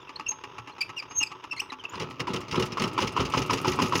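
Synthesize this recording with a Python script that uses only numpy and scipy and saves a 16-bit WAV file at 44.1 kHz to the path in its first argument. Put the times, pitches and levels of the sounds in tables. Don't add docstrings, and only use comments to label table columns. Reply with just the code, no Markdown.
import sys
import numpy as np
from scipy import signal
from scipy.fft import rfft, irfft, next_fast_len
from scipy.io import wavfile
from scipy.ndimage import uniform_filter1d, map_coordinates

SR = 44100
rng = np.random.default_rng(int(sys.argv[2]) if len(sys.argv) > 2 else 0)


def to_wav(sig):
    pcm = np.clip(np.atleast_2d(sig), -1, 1) * 32767
    pcm = np.round(pcm).astype(np.int16)
    wavfile.write(sys.argv[1], SR, pcm.T)


N = 176400

# (time [s], knock [dB], exhaust [dB], exhaust delay [cycles], clatter [dB])
FIRINGS = [(1.933, -35.5, -33.5, 0.19, -42), (2.269, -25, -29, 0.078, -37.5),
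           (2.541, -25.5, -23, 0.12, -35.5), (2.769, -24.5, -25, 0.1486, -34),
           (2.976, -17.5, -22.5, 0.22, -30.5), (3.163, -18.5, -20, 0.16, -32.5),
           (3.335, -19, -20.5, .2, -30.5), (3.495, -20, -25, 0.19, -31), (3.644, -20.5, -21.5, 0.17, -31),
           (3.787, -18.5, -20.5, 0.19, -32), (3.921, -20, -24.5, 0.17, -30.5)]
# (delay [s], frequency [Hz], level [dB], rise time [s])
PRESSURE_SWINGS = [(.0015, 1128, 0.5, 0.0021), (.009, 1003, -1, 0.0051)]
# (delay [cycles], level [dB], t60 [s])
CYCLE_IMPACTS = [(.01, -4, 0.25), (.235, 4, 0.1), (.52, -1, 0.08)]
# (time [s], rattle [dB], thud [dB])
CLANKS = [(1.954, -39, -38), (1.998, -31.5, -37.5), (2.018, -35, -32), (2.195, -37.5, -32),
          (2.201, -27, -32.5), (2.335, -32.5, -27.5), (2.36, -30, -33), (2.482, -40, -48),
          (2.511, -29.5, -50), (2.523, -31.5, -30.5), (2.556, -28, -28), (2.597, -33, -28),
          (2.623, -26, -29.5), (2.72, -32.5, -34.5), (2.797, -28, -28.5), (2.838, -25, -25.5),
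          (3.003, -28.5, -29.5), (3.015, -32.5, -26.5), (3.02, -29, -36), (3.072, -28.5, -41),
          (3.201, -30, -27), (3.251, -31.5, -34.5), (3.322, -33, -42), (3.375, -26, -36),
          (3.417, -32.5, -34), (3.506, -26, -37), (3.532, -27, -28.5), (3.581, -34, -49),
          (3.68, -27.5, -31.5), (3.732, -32.5, -31), (3.821, -27.5, -32), (3.952, -24.5, -27)]
# (time [s], length [s], start [Hz], middle [Hz], end [Hz], level [dB], octave [dB])
SQUEAKS = [(0.002, 0.037, 3620, 3480, 3400, -56, -18), (0.074, 0.017, 2740, 2700, 2710, -45.5, -22),
           (0.158, 0.009, 4100, 4230, 4400, -34, -28), (0.262, 0.018, 2830, 2697, 2730, -30, -20),
           (0.276, 0.022, 2810, 2690, 2650, -38.5, -18), (.715, .018, 4250, 4180, 4200, -56, -32),
           (0.807, 0.02, 2424, 2378, 2430, -24, 1), (0.821, 0.019, 2540, 2624, 2510, -33, -12),
           (0.964, 0.0285, 2925, 2774, 2630, -33.5, -11.5), (0.982, 0.0278, 2620, 2494, 2270, -33.5, -5.5),
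           (1.201, 0.0434, 2746, 2820, 2610, -26, -18), (1.227, 0.015, 2620, 2570, 2590, -24.5, 1),
           (1.261, 0.02, 2420, 2424, 2370, -39.5, 0), (1.509, .029, 2700, 2670, 2680, -30, -19),
           (1.563, 0.0326, 2320, 2090, 2430, -38.5, -3), (1.593, 0.0182, 2340, 2680, 3060, -26.5, -10),
           (1.698, 0.013, 2230, 1960, 1980, -38, -11.5), (1.793, 0.026, 3250, 3020, 2900, -44, -22),
           (1.851, 0.0087, 2900, 2660, 2760, -28, -33), (1.893, 0.011, 6700, 6840, 6800, -46.5, -17),
           (1.923, 0.014, 7100, 7200, 7300, -57, -28)]

# (time [s], level [dB])
CRANKING_TICKS = [(0.091, -41), (.196, -38), (.316, -39.5), (0.437, -38), (.581, -37.5), (0.673, -40),
                  (.694, -46), (0.781, -44.5), (.891, -38), (1.023, -40.5), (1.108, -42), (1.21, -38.5),
                  (1.315, -39.5), (1.438, -39.5), (1.525, -40), (1.615, -41), (1.719, -36), (1.837, -40)]
AIR_GULPS = [(0.25, -49.5), (.58, -47.5), (.86, -47.5), (1.169, -42.5)]
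VALVE_SEATINGS = [(2.101, -55), (2.337, -43), (2.405, -48.5), (2.598, -39.5), (2.655, -44), (2.8204, -40),
                  (2.874, -48), (2.9306, -47.5), (3.0693, -50), (3.1222, -46.5), (3.2983, -45),
                  (3.4614, -44), (3.5327, -37), (3.6135, -42.5), (3.7565, -43.5), (3.8201, -42),
                  (3.8924, -45.5)]

# (time [s], level [dB])
SQUEAL_ENVELOPE = [(0.269, -85), (0.284, -38), (0.294, -19.5), (.302, -42), (.311, -25.5), (0.328, -47.5),
                   (.43, -71), (1.07, -87), (1.108, -47), (1.143, -53.5), (1.162, -33), (1.192, -20),
                   (1.202, -32), (1.214, -32.5), (1.228, -48), (1.32, -72), (1.6, -87)]
CHURN_ENVELOPE = [(0, -49), (.6, -48), (1.4, -49), (1.88, -48.5), (2.02, -36), (2.18, -44.5), (2.45, -40.5),
                  (2.7, -38.5), (3.1, -35), (4, -32)]

# (frequency [Hz], bandwidth [Hz], gain [dB])
FRAME_MODES = [(367.2, 11.2, 1), (863, 31, -0.5), (984, 11, -15), (1295, 49, -1.5), (1924, 76, -12.5),
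               (2800, 160, -8), (5040, 330, -1)]
# (frequency [Hz], level [dB], t60 [s])
CASING_MODES = [(279.2, -8.5, 0.33), (869.7, -7.5, 0.23), (1130, -1, 0.19), (1272, -8, 0.25)]
SILENCER_MODES = [(107.4, -8.5, 0.19), (162, -4, 0.085), (267, -3.5, 0.16)]

# (frequency [Hz], relative level [dB])
HISS_SPECTRUM = [(100, 12), (2000, 8), (6000, 2.0), (8500, -8), (11500, -6), (15500, -1)]
CRANKING_SPECTRUM = [(15, -29), (25, -16), (126, 4), (253, -6.5), (378, 3.5), (762, -9), (997, 6),
                     (1200, -1.5), (2060, -10.5), (2700, -5), (3720, -12), (4150, -25.5), (5730, -18),
                     (6550, -28), (8130, -48), (11200, -40), (15500, -63)]
RUNNING_SPECTRUM = [(25, -68), (60, -10), (119, 7.5), (200, -2), (260, 5), (340, -0.5), (480, -4),
                    (700, -11.5), (900, -5.5), (1240, -1), (1570, -21), (2400, -11), (2770, -9),
                    (3500, -21), (5500, -26.5), (6550, -27), (8100, -49), (15500, -46)]
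GULP_SPECTRUM = [(20, -17), (45, -15), (80, 1.5), (120, 8), (180, -18), (400, -56)]
COVER_SPECTRUM = [(1500, -24), (3000, -11), (4600, -2), (6600, 7), (8000, -17.5), (10500, -5.5),
                  (13000, -11), (15500, -16)]
TICK_SPECTRUM = [(59, -47), (100, -33.5), (293, -3), (601, -18.5), (879, -1), (1210, -0.5), (1430, -14),
                 (2810, -5), (3320, -20), (5070, -23), (6660, -19.5), (8230, -44), (9950, -33.5),
                 (15500, -53)]
CLICK_SPECTRUM = [(1200, 0), (5500, 4), (8000, -1), (11000, -4.5), (15500, -10)]
RATTLE_SPECTRUM = [(100, -41.5), (600, -5.5), (1100, 2), (1550, -1.5), (2000, 6), (2900, 9), (3500, -1.5),
                   (5200, -1.5), (6600, -3.5), (8000, -18), (10000, -15), (13000, -32), (15500, -19)]
THUD_SPECTRUM = [(25, -24), (50, -13.5), (110, 0.5), (200, 1.5), (280, -6.5), (450, -2.5), (720, -19.5),
                 (1000, -8.5), (1300, -8.5), (1600, -20), (2700, -26), (4000, -33.5), (8000, -70)]
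SILENCER_SPECTRUM = [(25, -45), (45, -32), (62, -3), (80, -13), (110, -3.5), (160, -0.5), (250, -4),
                     (320, -9), (380, -1), (500, -7.5), (720, -21), (1000, -11.5), (1280, -11.5),
                     (1600, -30), (2700, -23.5), (4000, -25), (8000, -72)]
BLOCK_SPECTRUM = [(35, -67), (60, -31), (335, 1.5), (657, -14), (849, -7), (999, -6.5), (1380, -3.5),
                  (1670, -16.5), (2840, -10), (3580, -19.5), (4220, -30), (4850, -23), (5580, -28),
                  (7900, -40), (15500, -64)]

CONTACT_HOLD_S, CONTACT_T60_S = .002, .04


def amp(db):
    return 10 ** (np.asarray(db) / 20)


def unit_rms(x):
    return x / np.sqrt(np.mean(x ** 2) + 1e-20)


def clock():
    return np.arange(N) / SR


def wobble(rate):
    return map_coordinates(rng.standard_normal(int(N * rate / SR) + 4), [clock() * rate])


def filtered(x, response):
    size = next_fast_len(N + SR // 2)
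    return irfft(rfft(x, size) * response(np.fft.rfftfreq(size, 1 / SR)), size)[:N]


def coloured(x, spectrum, size=8192):
    hz, db = np.transpose(spectrum)
    log_hz = np.log(np.fft.rfftfreq(size, 1 / SR) + 1)
    cepstrum = irfft(np.log(amp(np.interp(log_hz, np.log(hz), db))))
    cepstrum[1:size // 2] *= 2
    cepstrum[size // 2 + 1:] = 0
    impulse = irfft(np.exp(rfft(cepstrum)))
    return signal.fftconvolve(x, impulse / np.linalg.norm(impulse))[:N]


def grit(grain_db, rate):
    return unit_rms(rng.standard_normal(N) * amp(grain_db * np.tanh(wobble(rate) / 2) * 1.7))


def bursts(rows, attack_s, hold_s):
    power, t = np.zeros(N + SR), np.arange(SR // 2) / SR
    for s, db, t60 in rows:
        shape = np.minimum(t / attack_s, 1) * amp(db - 60 * np.maximum(t - attack_s - hold_s, 0) / t60)
        power[round(s * SR):][:len(t)] += shape ** 2
    return np.sqrt(power[:N])


def rebounds(rows, gap_s, loss_db, count=4):
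    out = []
    for (s, db, *_), draws in zip(rows, rng.standard_normal((len(rows), count, 2))):
        out.append((s, db, CONTACT_T60_S))
        for k, (late, size) in enumerate(draws, 1):
            out.append((s + gap_s * (k + 0.54 * np.tanh(late)), db - loss_db * k + 2 * size,
                        CONTACT_T60_S))
    return out


def pings(rows, hz, spread, t60, scatter_s, count=6):
    out, t = np.zeros(N + SR), np.arange(SR // 10) / SR
    envelope = amp(-60 * t / t60) * np.minimum(t / 0.0017, 1)
    for (s, db, *_), draws in zip(rows, rng.standard_normal((len(rows), count, 3))):
        for pitch, late, size in draws:
            ring = envelope * np.sin(2 * np.pi * hz * np.exp(spread * np.tanh(pitch)) * t)
            out[round((s + scatter_s * abs(late)) * SR):][:len(t)] += amp(db + 2 * size) * ring
    return out[:N]


def ringing(rows, modes, attack_s, detune):
    out, t = np.zeros(N + SR), np.arange(SR // 3) / SR
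    attack = np.minimum(t / attack_s, 1)
    for (s, db), draws in zip(rows, rng.standard_normal((len(rows), len(modes), 3))):
        for (hz, level, t60), (size, pitch, phase) in zip(modes, draws):
            mode = attack * np.sin(2 * np.pi * (hz * (1 + detune * pitch) * t + phase))
            out[round(s * SR):][:len(t)] += amp(db + level + 2 * size - 60 * t / t60) * mode
    return out[:N]


def cycles():
    periods = np.diff([row[0] for row in FIRINGS])
    return np.column_stack([FIRINGS, np.append(periods, periods[-1])])


def microphone_hiss(level_db=-75.5):
    return amp(level_db) * coloured(rng.standard_normal(N), HISS_SPECTRUM)


def yard_echoes(x, t60):
    t = np.arange(SR // 2) / SR
    tail = rng.standard_normal(len(t)) * amp(-60 * t / t60) * np.minimum(t / 0.0058, 1)
    return signal.fftconvolve(x, tail / np.linalg.norm(tail))[:N]


def frame_resonance(x):
    return filtered(x, lambda f: sum(amp(db) * 1j * f * width / (hz * hz - f * f + 1j * f * width)
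                                     for hz, width, db in FRAME_MODES))


def gear_churn(crossfade_s=0.17):
    t = clock()
    running = np.clip((t - FIRINGS[0][0]) / crossfade_s, 0, 1)
    rustle = coloured(grit(grain_db=4.5, rate=200), CRANKING_SPECTRUM)
    rumble = coloured(grit(grain_db=4.0, rate=250), RUNNING_SPECTRUM)
    envelope = amp(np.interp(t, *np.transpose(CHURN_ENVELOPE)))
    return envelope * ((1 - running) * rustle + running * rumble)


def air_gulps(t60=0.15):
    flow = bursts([(s, db, t60) for s, db in AIR_GULPS], attack_s=0.0067, hold_s=0.012)
    return coloured(flow * rng.standard_normal(N), GULP_SPECTRUM)


def cover_rattle(top_db=-41, db_per_doubling=23, delay_s=0.018, t60=.2):
    firings = cycles()
    final_period = firings[-1, -1]
    shakes = [(s + delay_s, top_db + db_per_doubling * np.log2(final_period / period), t60)
              for s, *_, period in firings]
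    envelope = bursts(shakes, attack_s=0.0085, hold_s=0.044)
    return coloured(envelope * grit(grain_db=7, rate=220), COVER_SPECTRUM)


def valve_clicks():
    contacts = rebounds(VALVE_SEATINGS, gap_s=.006, loss_db=5)
    envelope = bursts(contacts, attack_s=.0006, hold_s=CONTACT_HOLD_S)
    snap = coloured(envelope * grit(grain_db=4, rate=1200), CLICK_SPECTRUM)
    return snap + amp(-7) * pings(VALVE_SEATINGS, hz=8800, spread=0.32, t60=0.044, scatter_s=.001)


def valve_gear_ticks():
    contacts = rebounds(CRANKING_TICKS, gap_s=.0052, loss_db=4)
    envelope = bursts(contacts, attack_s=0.00081, hold_s=CONTACT_HOLD_S)
    crack = coloured(envelope * grit(grain_db=3.0, rate=670), TICK_SPECTRUM)
    casing = ringing(CRANKING_TICKS, CASING_MODES, attack_s=CONTACT_HOLD_S, detune=0.0298)
    steel = pings(CRANKING_TICKS, hz=3866, spread=0.376, t60=0.022, scatter_s=0.0052)
    return amp(3) * crack + amp(-2) * casing + amp(-8) * steel


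def crank_squeaks(harmonics=6, rasp_db=-14):
    tones, slip = np.zeros(N), np.zeros(N)
    jitter = 1 + .018 * wobble(700)
    flutter = amp(5 * np.array([wobble(250) for _ in range(harmonics)]))
    chop = amp(2.4 * wobble(300))
    phase_noise = .23 * np.array([wobble(1000) for _ in range(harmonics)])
    overtone = np.arange(harmonics)[:, None]
    rolloff_db = 17.5 * np.sqrt(np.arange(harmonics - 1))
    for s, length, start, middle, end, db, octave_db in SQUEAKS:
        span = round(s * SR) + np.arange(int(length * SR))
        progress = np.linspace(0, 1, len(span))
        glide_hz = np.polyval(np.polyfit([0, .5, 1], [start, middle, end], 2), progress)
        phase = 2 * np.pi * np.cumsum(glide_hz * jitter[span]) / SR
        partials = np.sin((overtone + 1) * phase + overtone * phase_noise[:, span])
        gains = amp(np.append(0, octave_db - rolloff_db))[:, None] * flutter[:, span]
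        tone = chop[span] * np.sum(gains * partials, axis=0) / np.linalg.norm(gains, axis=0)
        swell = amp(db) * np.abs(np.sin(np.pi * progress)) ** 0.65
        tones[span] += swell * unit_rms(tone)
        slip[span] += swell * amp(octave_db / 2)
    return tones + amp(rasp_db) * slip * coloured(grit(grain_db=2.5, rate=440), RATTLE_SPECTRUM)


def steel_squeal(mode_hz=6438, waver=0.0036, smoothing_s=.005):
    level_db = np.interp(clock(), *np.transpose(SQUEAL_ENVELOPE))
    swing = np.sqrt(2) * amp(uniform_filter1d(level_db, round(smoothing_s * SR)))
    roughness = .4 * np.sqrt(swing / swing.max()) * wobble(500)
    phase = 2 * np.pi * np.cumsum(mode_hz * (1 + waver * wobble(200))) / SR + roughness
    octave = amp(-23.5) * swing ** 1.44 * np.sin(2 * phase)
    return swing * np.sin(phase) + octave


def clatter(thud_t60=0.21):
    impacts = [(s + share * period, db + level + rng.normal(0, 1), t60)
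               for s, *_, db, period in cycles() for share, level, t60 in CYCLE_IMPACTS]
    valves = bursts(impacts, attack_s=0.0013, hold_s=CONTACT_HOLD_S)
    bounces = rebounds(CLANKS, gap_s=0.0074, loss_db=5.5)
    loose = amp(-2) * bursts(bounces, attack_s=0.00074, hold_s=CONTACT_HOLD_S)
    blows = bursts([(s, db, thud_t60) for s, _, db in CLANKS], attack_s=0.0013, hold_s=0.0077)
    valve_pings = pings(impacts, hz=3600, spread=0.51, t60=0.017, scatter_s=0.0064)
    clank_pings = pings(CLANKS, hz=4180, spread=.42, t60=0.035, scatter_s=0.002)
    rattle = coloured(np.hypot(valves, loose) * grit(grain_db=2.0, rate=600), RATTLE_SPECTRUM)
    thuds = coloured(blows * rng.standard_normal(N), THUD_SPECTRUM)
    return amp(-5) * (valve_pings + clank_pings) + rattle + thuds


def exhaust_chuffs(t60=0.21, gas_db=-2):
    openings = [(s + share * period, db) for s, _, db, share, _, period in cycles()]
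    flow = bursts([(s, db + gas_db, t60) for s, db in openings], attack_s=0.0073, hold_s=0.0087)
    rush = coloured(flow * grit(grain_db=4.0, rate=270), SILENCER_SPECTRUM)
    return rush + ringing(openings, SILENCER_MODES, attack_s=0.013, detune=0.018)


def combustion_knock(swing_db=3.5, ring_db=-8, ring_t60=.09):
    pressure, t = np.zeros(N + SR), np.arange(SR // 16) / SR
    for s, db, *_ in FIRINGS:
        for delay, hz, level, rise in PRESSURE_SWINGS:
            pitch, late, phase = rng.standard_normal(3)
            pulse = (t / rise * np.exp(1 - t / rise)) ** 3
            swing = pulse * np.sin(2 * np.pi * (hz * (1 + .025 * pitch) * t + phase))
            onset = round((s + delay * (1 + .07 * late)) * SR)
            pressure[onset:][:len(t)] += amp(db + level + swing_db) * swing
    ring = bursts([(s, db + ring_db, ring_t60) for s, db, *_ in FIRINGS], attack_s=0.0021, hold_s=.014)
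    return pressure[:N] + coloured(ring * grit(grain_db=1.5, rate=460), BLOCK_SPECTRUM)


def scene():
    engine = (combustion_knock() + exhaust_chuffs() + clatter() + valve_clicks()
              + valve_gear_ticks() + air_gulps() + gear_churn() + cover_rattle())
    machine = amp(-2.0) * (engine + frame_resonance(engine))
    crank = crank_squeaks()
    echoes = amp(-14.5) * yard_echoes(crank, t60=0.21)
    return (machine + crank + echoes + steel_squeal() + microphone_hiss())[None]


def record(dry):
    return filtered(dry[0], lambda hz: hz < 15850)[None]


dry = scene()
out = record(dry)
to_wav(out)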